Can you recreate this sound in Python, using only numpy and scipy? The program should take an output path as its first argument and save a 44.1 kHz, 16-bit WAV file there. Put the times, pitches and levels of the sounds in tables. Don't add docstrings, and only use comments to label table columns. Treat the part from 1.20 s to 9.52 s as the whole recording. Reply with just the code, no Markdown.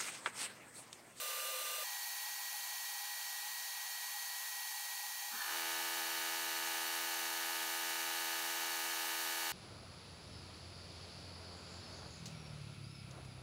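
import sys
import numpy as np
from scipy import signal
from scipy.fft import rfft, irfft
from scipy.io import wavfile
from scipy.ndimage import uniform_filter1d

SR = 44100
rng = np.random.default_rng(int(sys.argv[2]) if len(sys.argv) > 2 else 0)


def decibels_to_gain(level_db):
    exponent = np.asarray(level_db, float) / 20
    return 10 ** exponent


def pcm_store(signal):
    levels = np.round(np.clip(np.atleast_2d(signal), -1, 1) * 32767)
    wavfile.write(sys.argv[1], SR, levels.astype(np.int16).T)


N = 366912
T = np.arange(N) / SR
HZ = np.fft.rfftfreq(N, 1 / SR) + 1e-3
FAST_FROM_S, SPEED_UP = 0.638, 1.591
STROKE_HZ = 82.647


def level(x, db):
    return x * decibels_to_gain(db) / np.sqrt(np.mean(x ** 2))


def colour_db(table, hz):
    f, db = np.transpose(table)
    return np.interp(np.log(hz), np.log(f), db)


def noise(gain):
    return irfft(rfft(rng.standard_normal(N)) * gain, N)


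def resonances(table, hz, order):
    return sum(decibels_to_gain(db) ** 2 / (1 + (2 * (hz - f) / width) ** 2) ** order for f, width, db in table)


def cabinet(speed, ripple_db):
    # pitch_hz, level_db
    hiss = [(60, -58), (95, -54), (150, -49), (300, -34), (600, -20), (760, -8), (1250, -11), (2700, -9),
            (5150, -11), (8500, -10), (10800, -11), (15600, -9), (20000, -9), (25500, -8)]
    # pitch_hz, width_hz, level_db
    cavity = [(840, 70, 4), (1000, 120, -2), (1650, 180, -7), (1820, 200, -3), (2160, 160, -14),
              (2390, 280, -4), (2790, 80, -7), (3190, 400, -7), (3780, 170, -6), (4020, 360, -7),
              (4400, 300, 1), (4750, 470, -6), (5520, 210, -2), (5860, 620, -9), (6460, 340, 0),
              (6960, 530, -9), (7360, 200, -4), (7860, 100, -8), (8170, 80, -6), (9300, 480, -4),
              (10110, 490, -7), (11400, 260, -6), (12050, 830, -10), (12590, 500, -8), (13560, 930, -8),
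              (14080, 150, -7), (15050, 540, -6), (17130, 470, -13), (18590, 50, -30), (21180, 1500, -8)]
    hz = HZ / speed
    power = decibels_to_gain(colour_db(hiss, hz)) ** 2 + resonances(cavity, hz, 2)
    ripple = decibels_to_gain(np.interp(hz / 45, np.arange(len(ripple_db)), ripple_db))
    return np.sqrt(power) * ripple


def blast(spread, slow_spread):
    # middle_s, length_s, treble_db
    turns_away = [
        (.66, .2, -2.5),
        (1.2, 0.11, -3),
        (1.9, 0.11, -2),
        (2.45, 0.36, -2.5),
        (3.9, 0.46, -1),
    ]
    slow_blast_db, blast_db, ricochet_db = -34, -36.5, 1.1
    surge_db, surge_s = 1.3, 0.87
    treble_db = ricochet_db + sum(db * np.exp(-((T - s) / length) ** 2) for s, length, db in turns_away)
    ripple_db = np.clip(np.arange(800) / 50, 0, 1) * 1.6 * rng.standard_normal(800)
    fast = cabinet(0.99, ripple_db) * spread
    slow = cabinet(1 / SPEED_UP, ripple_db) * slow_spread

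    treble = np.exp(-(np.log(HZ / 11000) / 0.14) ** 2)
    steady = noise(fast * np.sqrt(1 - treble))
    ricochets = noise(fast * np.sqrt(treble)) * decibels_to_gain(treble_db)
    pressure = decibels_to_gain(blast_db + surge_db * np.exp(-T / surge_s))
    slow = slow * decibels_to_gain(0.87 * np.exp(-(np.log(HZ / 3200) / 0.25) ** 2))
    switch = np.clip((T - FAST_FROM_S) / 0.002, 0, 1)
    return noise(slow) * decibels_to_gain(slow_blast_db) * (1 - switch) + (steady + ricochets) * pressure * switch


def extractor():
    # time_s, pitch_hz, level_db
    fan_sag = [
        (0, 1910.7, -53.5),
        (4.08, 1908.5, -53),
        (4.15, 1850, -64),
        (4.21, 1810, -50),
        (4.28, 1799, -57),
        (4.38, 1858, -62),
        (4.5, 1886, -61),
        (4.7, 1891, -60),
        (8.32, 1881, -60),
    ]
    # multiple, level_db
    fan_orders = [(.045, -106), (.109, -98), (2, -64), (3, -67), (4, -72)]
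    # from_s, to_s, level_db
    seventh_spells = [
        (0, 1.3, -59),
        (4.16, 4.42, -59),
        (4.75, 6, -61.5),
        (7.9, 8.4, -61.5),
    ]
    slow_fan_db, loaded_second_db = 1.4, -71
    rest_db, fade_s = -69, 0.2

    s, blade_hz, db = np.transpose(fan_sag)
    slow = T < FAST_FROM_S
    spells_db = []
    for from_s, to_s, top_db in seventh_spells:
        presence = np.clip(1 + np.minimum(T - from_s, to_s - T) / fade_s, 0, 1)
        spells_db.append((top_db - rest_db) * presence)
    seventh_db = rest_db + np.max(spells_db, axis=0)

    waver = uniform_filter1d(rng.standard_normal((2, N)), size=3000)
    waver = level(uniform_filter1d(waver, size=3000), 0)
    hz = np.interp(T, s, blade_hz) * np.where(slow, 1 / SPEED_UP, 1)
    turn = 2 * np.pi * np.cumsum(hz * (1 + 0.0004 * waver[0])) / SR
    others = sum(decibels_to_gain(order_db) * np.sin(k * turn + k) for k, order_db in fan_orders)
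    others += decibels_to_gain(loaded_second_db) * (T > fan_sag[2][0]) * np.sin(2 * turn + 2)
    seventh = decibels_to_gain(seventh_db + 1.5 * waver[1]) * np.sin(7 * turn)
    blade_db = np.interp(T, s, db) + slow_fan_db * slow + 0.4 * waver[1]
    blade = decibels_to_gain(blade_db) * np.sin(turn)
    return np.sqrt(2) * (blade + seventh + others)


def strain():
    from_s, rise_s, to_s, fall_db_per_s = 4.1, 0.034, 4.355, 300
    housing = sum(1 / (1 + (2 * (HZ - hz) / 170) ** 2) for hz in (985, 1250, 1480, 1720))
    rise = 1 - np.exp(-np.maximum(T - from_s, 0) / rise_s)
    fall = decibels_to_gain(-fall_db_per_s * np.maximum(T - to_s, 0))
    return level(noise(housing), -48.5) * rise * fall


def groan():
    # start_s, pitch_hz, t60_s, level_db
    shudders = [
        (4.112, 239, .15, -63),
        (4.124, 328, 0.29, -64),
        (4.134, 236, 0.1, -51),
        (4.146, 443, .15, -59),
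        (4.16, 222, 0.083, -56),
        (4.184, 260, 0.11, -61),
        (4.202, 1730, 0.13, -36),
    ]
    out = np.zeros(N)
    for s, hz, t60, db in shudders:
        age = np.maximum(T - s, 0)
        envelope = decibels_to_gain(db - 60 * age / t60) * (1 - np.exp(-age / 0.0034))
        out += envelope * np.sin(2 * np.pi * hz * age)
    return out


def stroke_response(size=4096):
    # pitch_hz, line_rms_db
    stroke_body = [(83, -117), (165, -77), (260, -74), (400, -64), (1000, -72), (3400, -70), (4500, -85),
                   (6400, -81)]
    # pitch_hz, width_hz, level_db
    body_ringing = [(330, 30, -61), (655, 35, -61), (795, 65, -54), (910, 30, -55), (1240, 150, -56),
                    (1490, 30, -55), (1720, 190, -53), (1955, 50, -53), (2260, 205, -58), (2485, 30, -64),
                    (2610, 85, -60), (2850, 110, -55), (3010, 55, -49),
                    (3550, 165, -64), (3805, 30, -61), (3985, 110, -60), (4250, 75, -57), (4420, 60, -59),
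             (4745, 55, -53), (4910, 90, -61), (5130, 30, -72), (5340, 145, -66), (5605, 45, -63),
             (5915, 290, -63), (6175, 120, -66)]
    # pitch_hz, level_db
    valve = [(6400, -73), (7800, -77), (8350, -69), (8800, -78), (9900, -74), (10700, -77), (11200, -71),
             (11500, -77), (12050, -70), (12400, -68), (13000, -78), (16000, -79)]

    multiple = np.fft.rfftfreq(size, 1 / SR) / STROKE_HZ
    lines = np.arange(1, SR / 2 / STROKE_HZ)
    hz = lines * STROKE_HZ
    rings = resonances(body_ringing, hz, 2)
    casting = np.sqrt(decibels_to_gain(colour_db(stroke_body, hz)) ** 2 + rings) * np.minimum(lines / 2, 1) ** 2
    ragged = decibels_to_gain(colour_db(valve, hz) + 3 * rng.standard_normal(len(lines)))
    line_gain = np.where(hz < valve[0][0], casting, ragged)
    gain = np.exp(np.interp(multiple, lines, np.log(line_gain)))
    smear_depth = np.interp(multiple, [8, 13, 22, 28], [1.2, 0.75, 0.7, 1.8])
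    smear = smear_depth * np.interp(multiple, np.arange(300), rng.standard_normal(300))
    spike = np.roll(irfft(gain * np.exp(1j * smear)), size // 4)
    return -spike * SR / STROKE_HZ / np.sqrt(2)


def compressor():
    # pitch_hz, level_db
    intake = [(60, -51), (200, -20), (300, -16), (600, -9.5), (800, 0.5), (1100, 3), (2200, 0), (3000, 4),
              (4500, 1), (8000, 0), (12000, -2), (16000, -1.5)]
    first_stroke_s, full_speed_s, steady_from_s = 4.21, 4.335, 4.3975
    spin_up_hz_per_s, slip_hz, settle_s = 378, 1.5, 0.045
    stroke_db, stroke_db_per_octave, thump_power = 0.74, 3.5, 2.1

    slip = slip_hz * np.exp(-np.maximum(T - full_speed_s, 0) / settle_s)
    rate = np.clip(STROKE_HZ - spin_up_hz_per_s * (full_speed_s - T), 1e-3, STROKE_HZ - slip)
    turns = np.cumsum(rate) / SR
    turns -= turns[-1] - (T[-1] - steady_from_s) * STROKE_HZ
    first_turn = np.ceil(np.interp(first_stroke_s, T, turns))
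    start = np.interp(np.arange(first_turn, turns[-40]), turns, T)
    chance = rng.standard_normal((len(start), 2))
    at = (start + 2e-6 * chance[:, 0]) * SR
    octaves = np.log2(np.interp(start, T, rate) / STROKE_HZ)
    size = decibels_to_gain(stroke_db_per_octave * octaves + 0.35 * chance[:, 1])

    taps = at.astype(int)[:, None] + np.arange(-8, 9)
    offset = taps - at[:, None]
    pulses = np.zeros(N + 9)
    np.add.at(pulses, taps, size[:, None] * np.sinc(offset) * np.cos(np.pi * offset / 18) ** 2)
    strokes = signal.fftconvolve(pulses, stroke_response())[1024:N + 1024]
    thump = irfft(rfft(strokes) / (1 + (HZ / 700) ** 4), N)
    strokes = decibels_to_gain(stroke_db) * (strokes - thump * (1 - (rate / STROKE_HZ) ** thump_power))

    puff_decay = np.exp(-T[:SR // 10] / 0.047)
    puffs = signal.fftconvolve(np.bincount(at.astype(int), size, N), puff_decay)[:N]
    air = level(noise(decibels_to_gain(colour_db(intake, HZ))) * puffs, -52)
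    return strokes + air


def motor():
    # pitch_hz, level_db
    whine = [(243, -83), (304, -83), (345, -86), (366, -82), (471, -83), (853, -63), (1279, -70),
             (1704, -67), (2700, -62), (3112, -67)]
    speed = np.interp(T, [4.25, 4.42], [0.8, 1])
    wobble = level(uniform_filter1d(rng.standard_normal(N), size=4000), -63)
    turn = 2 * np.pi * np.cumsum(speed + wobble) / SR
    lines = sum(decibels_to_gain(db) * np.sin(hz * turn) for hz, db in whine)
    return np.sqrt(2) * lines * np.interp(T, [4.3, 4.45], [0, 1])


def scene():
    # pitch_hz, side_minus_mid_db
    port_width = [(60, -34), (1300, -31), (2400, -20.5), (3300, -16), (4500, -15), (5000, -15), (6300, -14),
                  (7600, -18), (9000, -14), (11000, -13.5), (14500, -12.5), (16000, -16), (25500, -8)]
    machine = compressor() + motor() + strain()
    mid = blast(1, 1) + extractor() + machine + groan()
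    width = decibels_to_gain(colour_db(port_width, HZ))
    slow_width = decibels_to_gain(colour_db(port_width, HZ * SPEED_UP))
    walls = np.exp(2j * np.pi * np.interp(HZ / 60, np.arange(400), rng.random(400)))
    far_side = irfft(rfft(machine) * walls * np.minimum(HZ / 2000, 1), N) * decibels_to_gain(-17.5)
    tilt = np.interp(T, [0, 0.6, 0.7, 4, 4.6], [-0.08, -0.05, -0.03, -0.025, 0.07])
    side = blast(width, slow_width) + far_side + tilt * irfft(rfft(mid) * HZ / 12000, N)
    return np.array([mid + side, mid - side])


def low_pass(x):
    return signal.sosfilt(signal.butter(12, 17010, fs=SR, output="sos"), x)


def record(dry):
    passband = (HZ < 15735) / np.sqrt(1 + (85 / HZ) ** 2)
    return low_pass(irfft(rfft(dry) * passband, N))


dry = scene()
out = record(dry)
pcm_store(out)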